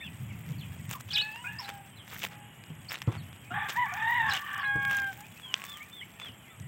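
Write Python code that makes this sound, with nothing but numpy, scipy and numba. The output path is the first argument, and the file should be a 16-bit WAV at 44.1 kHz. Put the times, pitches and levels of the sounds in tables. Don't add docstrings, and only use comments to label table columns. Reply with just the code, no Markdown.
import sys
import numpy as np
from scipy import signal
from scipy.fft import rfft, irfft
from scipy.io import wavfile
from scipy.ndimage import uniform_filter1d
from numba import njit

SR = 44100
rng = np.random.default_rng(int(sys.argv[2]) if len(sys.argv) > 2 else 0)


def how_loud(loudness_db):
    steps = np.asarray(loudness_db, float) / 20
    return 10 ** steps


def dump_mix(stems):
    frames = np.atleast_2d(stems).T
    limited = np.clip(frames, -1, 1)
    pcm = np.round(limited * 32767).astype(np.int16)
    wavfile.write(sys.argv[1], SR, pcm)


N = 294147


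@njit
def svf(x, hz, width):
    y, b, l = np.empty(len(x)), 0., 0.
    g, k = np.tan(np.pi * hz / SR), width / hz
    for i in range(len(x)):
        v = (b + g * (x[i] - l)) / (1 + g * (g + k))
        b, l, y[i] = 2 * v - b, l + 2 * g * v, k * v
    return y


def sharp_band(x, hz, width):
    return svf(svf(x, hz, width), hz, width)


def level(x, db):
    return x * how_loud(db) / np.sqrt(np.mean(x ** 2))


def walk(rate, size=N):
    k = int(SR / rate)
    held = np.repeat(rng.standard_normal(size // k + 1), k)
    return 1.114 * uniform_filter1d(uniform_filter1d(held, k), k)[:size]


def colour(x, tone):
    hz, db = np.transpose(tone)
    bins = np.arange(len(x) // 2 + 1) * SR / len(x) + 1
    return irfft(rfft(x) * how_loud(np.interp(np.log(bins), np.log(hz), db)), len(x))


def curve(table):
    return how_loud(np.interp(np.arange(N) / SR, *np.transpose(table)))


def add(out, start_s, x):
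    i = max(int(start_s * SR), 0)
    out[i:i + len(x)] += x[:N - i]


def crow(syllables, tones_db, roughness, lowest):
    out = np.zeros(N)
    quaver, wobble, jitter = .034, .016, .026
    flutter_hz, rasp_db, breath_db, half_db = 80, -9, -15.5, -15
    for rows, tone_db, rough in zip(syllables, tones_db, roughness):
        s, *columns = np.transpose(rows)
        t = np.arange(s[0], s[-1], 1 / SR)
        size = len(t)
        hz, effort_db, *gape_db = (uniform_filter1d(np.interp(t, s, c), size=600) for c in columns)
        throb = np.sin(2 * np.pi * 39 * t + walk(12, size))
        unsteady = quaver * throb + wobble * walk(flutter_hz, size) + jitter * walk(500, size)
        phase = 2 * np.pi * np.cumsum(hz * (1 + rough * unsteady)) / SR
        upper_db = effort_db.max() + 0.65 * (effort_db - effort_db.max())
        breath = level(svf(rng.standard_normal(size), 3150, 900), 0)
        voice = rough * how_loud(upper_db + breath_db) * breath
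        efforts_db = [effort_db - sum(gape_db), effort_db, upper_db, upper_db]
        for k, (db, part_db) in enumerate(zip(efforts_db, tone_db)):
            rasp = how_loud(rasp_db) * (lowest + k) * walk(700, size)
            shake = 0.8 * min(k, 1) * throb + 0.43 * walk(flutter_hz, size) + rasp
            flutter = (1 + rough * shake) / np.sqrt(1 + rough ** 2)
            voice = voice + np.sqrt(2) * how_loud(db + part_db) * flutter * np.sin((lowest + k) * phase)
        between = np.sin((lowest + .5) * phase) * .5 + np.sin((lowest + 1 + .5) * phase)
        voice = voice + rough * how_loud(upper_db + half_db) * between
        add(out, s[0], voice * np.clip(np.minimum(t - s[0], s[-1] - t) / 0.0013, 0, 1))
    return colour(out, [(520, -27), (720, 1), (3700, -3.0), (4700, -50)])


# t/s, f/Hz, effort level/dB, loss of the lowest tone by the open beak/dB
NEAR_CROW = [
    [(3.505, 676, -40.5, 3), (3.565, 830, -32, 4), (3.62, 881, -37, -2.5), (3.67, 812, -40.5, 4),
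     (3.73, 777, -54, 20)],
    [(3.755, 804, -37.5, 3.5), (3.78, 990, -27.5, 3.5), (3.805, 995, -27, 1), (3.835, 967, -29.5, -0.5),
     (3.875, 765, -44, 4)],
    [(3.92, 670, -48.5, -7), (3.975, 880, -37, 3.5), (4.05, 888, -28.5, 5.5), (4.1, 932, -29.5, 0),
     (4.17, 970, -25.5, 7), (4.22, 902, -28.5, 2.5), (4.3, 850, -28.5, 9.5), (4.37, 754, -40.5, 4)],
    [(4.48, 788, -44, 14.5), (4.65, 818, -37.5, 8)],
    [(4.63, 834.4, -29.5, 25), (4.7, 820, -25.5, 18), (4.85, 814.7, -30, 17), (4.98, 806.4, -27, 23),
     (5.1, 783.4, -36.5, 9), (5.13, 750, -55, -4)],
]
NEAR_TONES = [(0, 0, -18, -17), (0, 0, -21, -26), (0, 0, -19, -21), (0, 0, -15, -14), (0, 0, -22, -21)]
NEAR_HOARSE = [.95, .45, .6, 1., .04]


def near_rooster():
    return crow(NEAR_CROW, NEAR_TONES, NEAR_HOARSE, lowest=1)


# t/s, f/Hz, effort level/dB
DEEP_CROW = [
    [(3.54, 583, -39), (3.59, 589, -37.5), (3.76, 574.6, -45.5)],
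    [(3.86, 546, -40), (3.892, 567, -37.5), (4.03, 628, -46)],
    [(4.22, 505, -47), (4.3, 563.5, -35), (4.4, 591, -46), (4.52, 586.4, -42.5), (4.6, 585, -39),
     (4.65, 550, -47)],
    [(4.63, 535, -39.5), (4.7, 540, -47.5), (4.78, 550.4, -46.5), (4.87, 551, -42.5), (4.96, 539, -50),
     (5.08, 526, -60)],
    [(5.45, 513.3, -61.5), (5.564, 532, -54.5), (5.776, 606.6, -52), (6.03, 577, -83)],
]
DEEP_TONES = [(-1, 1, -9), (0, -2.5, -6.5), (1.5, 2.5, -13.5, -10), (-1, -4, -1.5, -22), (0.3, -3.5)]
DEEP_HOARSE = [.95, .75, .75, .2, .5]


def deep_rooster():
    return crow(DEEP_CROW, DEEP_TONES, DEEP_HOARSE, lowest=2)


# t/s, f/Hz, effort level/dB
FAR_CROWS = [
    [(1.13, 840, -44.5), (1.27, 872, -38), (1.33, 883, -47.5), (1.44, 1014, -62)],
    [(1.44, 689.7, -44.5), (1.484, 840, -38.5), (1.6, 916, -51.5)],
    [(1.592, 1126, -43.5), (1.63, 827, -51), (1.8, 812, -53), (1.88, 803, -66)],
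    [(2.28, 849, -63), (2.394, 854, -57.5), (2.52, 839, -66)],
    [(1.33, 910, -52), (1.434, 1026, -52), (1.56, 908, -62)],
    [(5.17, 808, -62), (5.212, 842, -52), (5.26, 924, -62)],
]
FAR_TONES = [(-11.5, -1.5, 2), (-16.5, 0, -8.5), (2, -5.5), (2.5, -1.5), (1.5,), (1.5, -2)]
FAR_HOARSE = [.2, .55, .6, .5, .7, .6]


def far_roosters():
    return crow(FAR_CROWS, FAR_TONES, FAR_HOARSE, lowest=0.98)


def whistle(length, first, middle, last):
    u = np.linspace(-1, 1, int(length * SR))
    hz = middle + (last - first) / 2 * u + ((first + last) / 2 - middle) * u ** 2
    hz = hz * (1 + .006 * walk(200, len(u)))
    swell = (1 - u ** 4) * (1 + 0.45 * walk(185, len(u)))
    return np.sqrt(2) * swell * np.sin(2 * np.pi * np.cumsum(hz) / SR)


GLIDE_SHAPES = dict(arch=(1.0, .79), fall=(1.09, .89), dive=(1.28, .77), hook=(1.1, .98), rise=(.89, 1.03),
                climb=(.88, 1.14), hump=(.68, .84), flat=(1.0, .99))


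def call_of(kind, length, hz, db):
    first, last = GLIDE_SHAPES[kind]
    return how_loud(db) * whistle(length, first * hz, hz, last * hz)


# start t/s, length t/s, middle f/Hz, level/dB
OPEN_WHISTLES = dict( arch=[(0., 0.084, 3500, -45.5), (0., 0.063, 1810, -55), (.289, 0.036, 2300, -51),
                 (5.662, 0.13, 3440, -47.5), (5.917, .12, 3468, -47.5), (6.191, .12, 3394, -47)],
                 fall=[(5.413, 0.13, 3167, -47)], hook=[(6.458, 0.06, 2040, -60.5),
                 (6.5, 0.085, 1257, -60.5)], climb=[(2.885, .013, 4750, -42), (1.165, 0.017, 13000, -47.5),
                 (1.4, 0.015, 5260, -62)], hump=[(.005, 0.085, 2776, -46), (1.166, 0.056, 2990, -33)],
                 flat=[(2.895, 0.018, 5330, -48.5), (1.193, 0.043, 480, -56), (1.446, 0.033, 2500, -37.5),
                 (1.476, 0.037, 2780, -44), (2.4, 0.36, 2900, -66)])
# start t/s, length t/s, middle f/Hz, level/dB
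SHORT_PIPS = dict(rise=[(.718, 0.024, 1740, -58), (1.586, 0.021, 5300, -38.5), (1.643, 0.017, 4030, -46),
              (2.943, .022, 3900, -48), (3.433, 0.066, 2470, -59), (5.23, 0.043, 2500, -55.5),
              (5.36, 0.04, 2650, -54.5), (5.801, 0.039, 2270, -46), (6.012, 0.027, 2170, -43)])


def open_birds():
    out = np.zeros(N)
    for calls in (OPEN_WHISTLES, SHORT_PIPS):
        for kind, rows in calls.items():
            for start, length, hz, db in rows:
                add(out, start, call_of(kind, length, hz, db))
    return out


# start t/s, length t/s, middle f/Hz, level/dB
HIDDEN_WHISTLES = dict(fall=[(.323, .028, 2600, -53), (.574, .03, 4300, -58), (.636, .022, 3150, -58),
                   (1.955, .033, 3950, -59.5), (1.976, .038, 3280, -50), (2.01, .0184, 3200, -60),
                   (1.608, .014, 4750, -52), (4.606, .012, 4550, -56), (1.295, .04, 4950, -63)],
                   dive=[(.93, .04, 1150, -47), (.6, .043, 2950, -49), (3.17, .068, 3700, -60)],
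                   rise=[(4.582, .022, 5150, -53), (4.644, .018, 4050, -53), (4.338, .025, 3550, -42),
                   (4.35, .02, 2800, -42), (1.35, .03, 5100, -63), (1.634, .012, 4500, -56),
                   (1.655, .02, 5000, -58), (2.955, .012, 4500, -58), (1.13, .015, 5600, -52),
                   (1.105, .02, 4500, -50)])


def hidden_birds():
    out, t = np.zeros(N), np.arange(SR // 10) / SR
    for kind, rows in HIDDEN_WHISTLES.items():
        for start, length, hz, db in rows:
            scatter = rng.standard_normal(len(t)) * np.exp(-t / .012)
            scatter /= np.sqrt(np.sum(scatter ** 2))
            add(out, start, signal.fftconvolve(call_of(kind, length, hz, db), scatter))
    return out


# t/s, f/Hz, level/dB
NEAR_WARBLE = [(1.102, 3640, -36), (1.123, 2800, -40), (1.138, 5350, -32.5), (1.152, 3370, -31),
               (1.157, 4120, -26), (1.167, 2720, -29.5), (1.189, 3670, -28), (1.21, 3950, -33),
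               (1.222, 4400, -33.5), (1.232, 4300, -50)]
# t/s, f/Hz, level/dB
FAR_WARBLE = [(4.291, 4370, -46), (4.297, 5420, -44), (4.305, 5300, -45), (4.313, 3640, -40),
              (4.319, 4270, -34), (4.331, 2800, -39.5), (4.347, 3057, -36), (4.361, 3254, -35.5),
              (4.38, 2680, -36)]


def warbles():
    out = np.zeros(N)
    for rows in (NEAR_WARBLE, FAR_WARBLE):
        s, *columns = np.transpose(rows)
        t = np.arange(s[0], s[-1], 1 / SR)
        hz, db = (uniform_filter1d(np.interp(t, s, c), size=150) for c in columns)
        swell = signal.windows.tukey(len(t), .1) * (1 + 0.27 * walk(187, len(t)))
        phase = 2 * np.pi * np.cumsum(hz) / SR
        voice = np.sin(phase) + how_loud(-29) * np.sin(2 * phase)
        add(out, s[0], np.sqrt(2) * how_loud(db) * swell * voice)
    return out


def twitter(count=500):
    out = np.zeros(N)
    for when, long, pitch, bend, loud in rng.random((count, 5)):
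        hz = 1900 + 1500 * pitch
        call = whistle(.015 + .035 * long, hz, hz * (.93 + .12 * bend), hz * (.8 + .3 * bend))
        add(out, when * N / SR, how_loud(-72 + 9 * loud) * call)
    return out


def grit(per_s, scatter_db):
    happens = rng.random(N) < per_s / SR
    size = how_loud(scatter_db * np.minimum(rng.exponential(size=N), 3.5))
    return happens * size * rng.standard_normal(N)


def smear(ticks):
    k = int(.0008 * SR)
    return uniform_filter1d(uniform_filter1d(np.abs(ticks), k), k) * rng.standard_normal(len(ticks))


# start t/s, length t/s, level/dB, centre f/Hz
FOOT_TREADS = [(0.894, 0.055, -39.5, 1980), (0.998, 0.015, -42.5, 2080), (1.067, 0.17, -38.5, 3380),
               (1.548, 0.22, -46, 2200), (2.08, 0.12, -47.5, 1840), (2.205, 0.081, -39, 2570),
               (2.296, 0.074, -50.5, 1790), (2.886, 0.1, -38, 2220), (3.093, 0.092, -45.5, 1400),
               (3.676, 0.061, -35.5, 3260), (4.268, 0.14, -33.5, 2700), (4.866, 0.17, -43, 1980),
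               (5.493, 0.23, -45.5, 2570), (6.168, 0.15, -49.5, 2080)]


def treads():
    out, ticks = np.zeros(N), smear(grit(1500, 3.5) * how_loud(3.0 * walk(120)))
    for start, length, db, hz in FOOT_TREADS:
        crush = ticks[int(start * SR):int((start + length) * SR)]
        add(out, start, level(svf(crush, hz, hz), db) * signal.windows.tukey(len(crush), .7))
    return out


# t/s, peak level/dB, swell t/s, fade t/s [both over 20 dB]
LEG_STRIDES = [
    (0.929, -40, 0.039, 0.024),
    (1.67, -62.5, 4.8, 0.39),
    (2.15, -47, 0.082, 0.083),
    (2.24, -41.5, 0.037, 0.04),
    (2.93, -48, 0.056, 0.029),
    (3.7, -53, 0.031, 0.14),
    (4.05, -67, 0.4, 0.35),
    (4.36, -55.5, 0.79, 0.48),
    (4.91, -49, 0.099, 0.33),
    (5.66, -59, 0.58, 0.85),
]


def sweeps():
    t = np.arange(N) / SR
    gain = how_loud(-72.5)
    for s, db, swell, fade in LEG_STRIDES:
        gain = gain + how_loud(db - 20 * np.maximum((s - t) / swell, (t - s) / fade))
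    return gain


# f/Hz, level/dB
BLADE_SIZES = [(2200, -3.5), (3600, -7.5), (5500, -5), (8000, -8.5), (11500, -5.5), (15000, 0)]


def blades():
    clusters = how_loud(3.5 * np.clip(walk(70), -2, 2))
    shared = grit(150, 3.0)
    brush = sum(how_loud(db) * svf(smear(shared + grit(500, 2.86)), hz, 0.47 * hz) for hz, db in BLADE_SIZES)
    return level(clusters * brush, 9.6) * sweeps()


# t/s, level/dB
GRASS_SNAPS = dict( blade=[(.9112, -15), (.9582, -29), (.9992, -31), (1.008, -25.5), (2.072, -37),
               (2.0993, -38), (2.1356, -25.5), (4.9683, -17.5), (4.5155, -37), (4.531, -31), (4.5784, -29),
               (4.7585, -35), (5.1571, -38), (5.2061, -27), (5.6401, -24), (5.6506, -24), (5.696, -24.5),
               (5.7711, -26), (5.8292, -30.5), (5.9004, -34.5)], stalk=[(1.359, -33.5), (1.6906, -26.5),
               (2.2325, -25), (2.2442, -26.5), (2.078, -38.5), (2.113, -39), (5.0433, -32), (5.0668, -40),
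               (4.897, -33), (3.1248, -37), (3.688, -28.5), (3.719, -44), (4.0826, -32.5), (4.8249, -47),
               (4.8507, -26.5), (4.9111, -25), (5.019, -31), (5.1287, -37.5), (5.3979, -39),
               (6.2463, -36.5)], stem=[(2.638, -38), (2.9423, -24.5), (2.9794, -38), (2.9867, -36.5),
               (3.018, -24), (3.0244, -32.5), (3.0712, -40), (3.3287, -39), (3.361, -45), (6.1986, -31),
               (2.2385, -22.5), (2.2488, -21), (2.1005, -37), (2.268, -30.5), (2.897, -40), (3.003, -44),
               (3.704, -38), (3.723, -31), (4.93, -43), (4.986, -27.5)], twig=[(3.9385, -26),
               (4.336, -20.5), (5, -29), (4.5455, -34), (7.3, -32), (4.395, -45), (3.7, -41), (6.6, -38),
               (3.857, -40), (3.7, -39), (4.056, -43), (4.8, -46), (4, -46), (2.927, -34)])
# bright level/dB, dull level/dB [both against the snap], dull f/Hz
BREAK_TONES = dict(blade=(0.1, -18, 1750), stalk=(1.1, 0, 2200), stem=(-21, 0, 2700), twig=(-9, 0, 5200))


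def snaps():
    out = np.zeros(N)
    t = np.abs(np.arange(400) / SR - .0006)
    for kind, rows in GRASS_SNAPS.items():
        bright_db, dull_db, dull_hz = BREAK_TONES[kind]
        for start, db in rows:
            crack = rng.standard_normal(len(t))
            bright = svf(crack * np.exp(-t / 0.0023), 9500, 9200)
            dull = svf(crack * np.exp(-t / 0.0011), dull_hz, 0.89 * dull_hz)
            add(out, start, how_loud(db + bright_db) * bright / np.abs(bright).max())
            add(out, start, how_loud(db + dull_db + 4.5) * dull / np.abs(dull).max())
    return out


# f/Hz, width f/Hz, level/dB
STICK_RINGS = [
    (3110, 490, 3),
    (5350, 1400, -2.5),
    (1400, 230, -37),
]


def stick():
    out = np.zeros(N)
    blow = np.exp(-((np.arange(400) / SR - .0006) / .00004) ** 2)
    ring = sum(how_loud(db) * svf(blow, hz, width) for hz, width, db in STICK_RINGS)
    add(out, 5.5415 - .0006, how_loud(-4.5) * ring / np.abs(ring).max())
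    return out


# f/Hz, level/dB
MIC_TONE = [(60, 9), (3500, -2), (4200, -10.5), (5500, -8), (8000, -7), (9800, -16.5), (12000, -12),
            (15000, -6)]


def grass():
    return colour(treads() + blades() + snaps() + stick(), MIC_TONE)


# t/s, level/dB, f/Hz, time to fade by 60 dB t/s
HEEL_THUDS = [
    (0.494, -31, 150.7, 0.26),
    (0.763, -36.5, 136.4, 0.26),
    (2.703, -35.5, 154.4, 0.23),
    (3.075, -14, 120, 0.096),
    (3.513, -32, 216, 0.04),
    (4.754, -22, 118, 0.081),
    (6.289, -40.5, 250, 0.049),
    (6.597, -43, 177, 0.22),
]
# f/Hz, width f/Hz, level/dB
CASE_RATTLE = [
    (350, 320, -19),
    (950, 300, -24),
]


def heels():
    out, t = np.zeros(N), np.arange(SR // 4) / SR
    for start, db, hz, t60 in HEEL_THUDS:
        shake = rng.standard_normal(len(t))
        fade = (1 - np.exp(-t / 0.0007)) * np.exp(-np.log(1000) * t / t60)
        swing = fade * np.sin(2 * np.pi * hz * t)
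        rattle = sum(level(sharp_band(shake, f, width), case_db) for f, width, case_db in CASE_RATTLE)
        add(out, start, how_loud(db) * (swing + rattle * np.exp(-t / 0.025)))
    return out


def jolts():
    t = np.arange(N) / SR
    return sum((t > s) * how_loud(db - 14 - 123 * np.abs(t - s)) for s, db, *_ in HEEL_THUDS)


# t/s, level/dB
BREEZE = [(0.0, -43.5), (.46, -36.5), (.95, -40), (1.39, -54), (1.47, -45), (1.97, -54.5), (2.36, -43.5),
          (2.62, -57.5), (2.77, -47.5), (3.03, -55), (3.27, -50), (4.1, -49.5), (4.28, -34.5), (4.4, -53.5),
          (4.89, -44.5), (5.29, -54.5), (6.45, -60), (6.67, -35.5)]
# f/Hz, level/dB [per Hz]
BREEZE_TONE = [(18, -67), (30, -39), (41, -29), (79, -2.5), (107, 5.5), (165, -0.5), (253, -14),
               (288, -18.5), (500, -39.5), (650, -46), (1100, -120)]


def wind():
    gusts = colour(rng.standard_normal(N) * how_loud(3.0 * walk(25)), BREEZE_TONE)
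    return level(gusts, -2.77) * (curve(BREEZE) + np.minimum(jolts(), how_loud(-39)))


# f/Hz, level/dB [per Hz]
LEAF_TONE = [(120, 2.5), (200, 7.5), (254, 0), (473, -7), (791, -4.5), (1370, -7.5), (2510, -5.5),
             (3310, -9), (4120, -32.5), (6050, -63), (7970, -31), (9580, -42.5), (11300, -11.5),
             (12600, -52), (16000, -31)]


def leaves():
    return level(colour(rng.standard_normal(N) * how_loud(1.2 * walk(6.7)), LEAF_TONE), -54)


# f/Hz, width f/Hz, level/dB, throb rate [per s], throb depth [0-1]
CHOIRS = [
    (8176, 830, -66, 40, 0.2),
    (11640, 1300, -70.5, 66, 0.3),
    (7600, 98, -72, 87, 0),
]


def insects():
    out, t = np.zeros(N), np.arange(N) / SR
    for hz, width, db, throb, depth in CHOIRS:
        band = sharp_band(rng.standard_normal(N), hz, width)
        pulse = 1 + depth * np.sin(2 * np.pi * throb * t + 3 * walk(3.3))
        out += level(band * pulse * how_loud(1.0 * walk(1.76) + 2.5 * walk(25)), db)
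    return out


# start t/s, end t/s, level/dB
CRICKET_BOUTS = [
    (.13, 1.6, -72),
    (2.1, 3.6, -74),
    (3.7, 4.45, -70.5),
    (5.1, 5.87, -70.5),
    (6.35, 6.8, -75),
]


def cricket():
    t = np.arange(N) / SR
    strokes = 1 + np.sin(2 * np.pi * 50 * t + walk(3.4))
    wing = sharp_band(strokes * rng.standard_normal(N), 6900, 260)
    gain = how_loud(-96)
    for start, end, db in CRICKET_BOUTS:
        gain = gain + how_loud(db) * np.clip(np.minimum(t - start, end - t) / 0.097 + .5, 0, 1)
    return level(wing, 0) * gain


def echoes(x, db, fade_s):
    t = np.arange(SR // 2) / SR
    tail = rng.standard_normal(len(t)) * np.exp(-t / fade_s)
    return signal.fftconvolve(x, tail * how_loud(db) / np.sqrt(np.sum(tail ** 2)))[:N]


def scene():
    crows = near_rooster() + deep_rooster() + far_roosters()
    song = open_birds() + hidden_birds() + warbles() + twitter()
    late = echoes(crows + how_loud(-5) * song, -11, .36 / np.log(1000))
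    early = echoes(song, -7, .018)
    walker = grass() + heels() + wind()
    field = leaves() + insects() + cricket()
    return (crows + song + late + early + walker + field)[None]


def roll_off(x):
    return signal.sosfilt(signal.butter(12, 16920, fs=SR, output="sos"), x)


def record(dry):
    thin = signal.sosfilt(signal.butter(4, 70, "high", fs=SR, output="sos"), dry)
    cut = signal.sosfilt(signal.ellip(10, .3, 60, 15850, fs=SR, output="sos"), thin)
    return roll_off(cut)


dry = scene()
out = record(dry)
dump_mix(out)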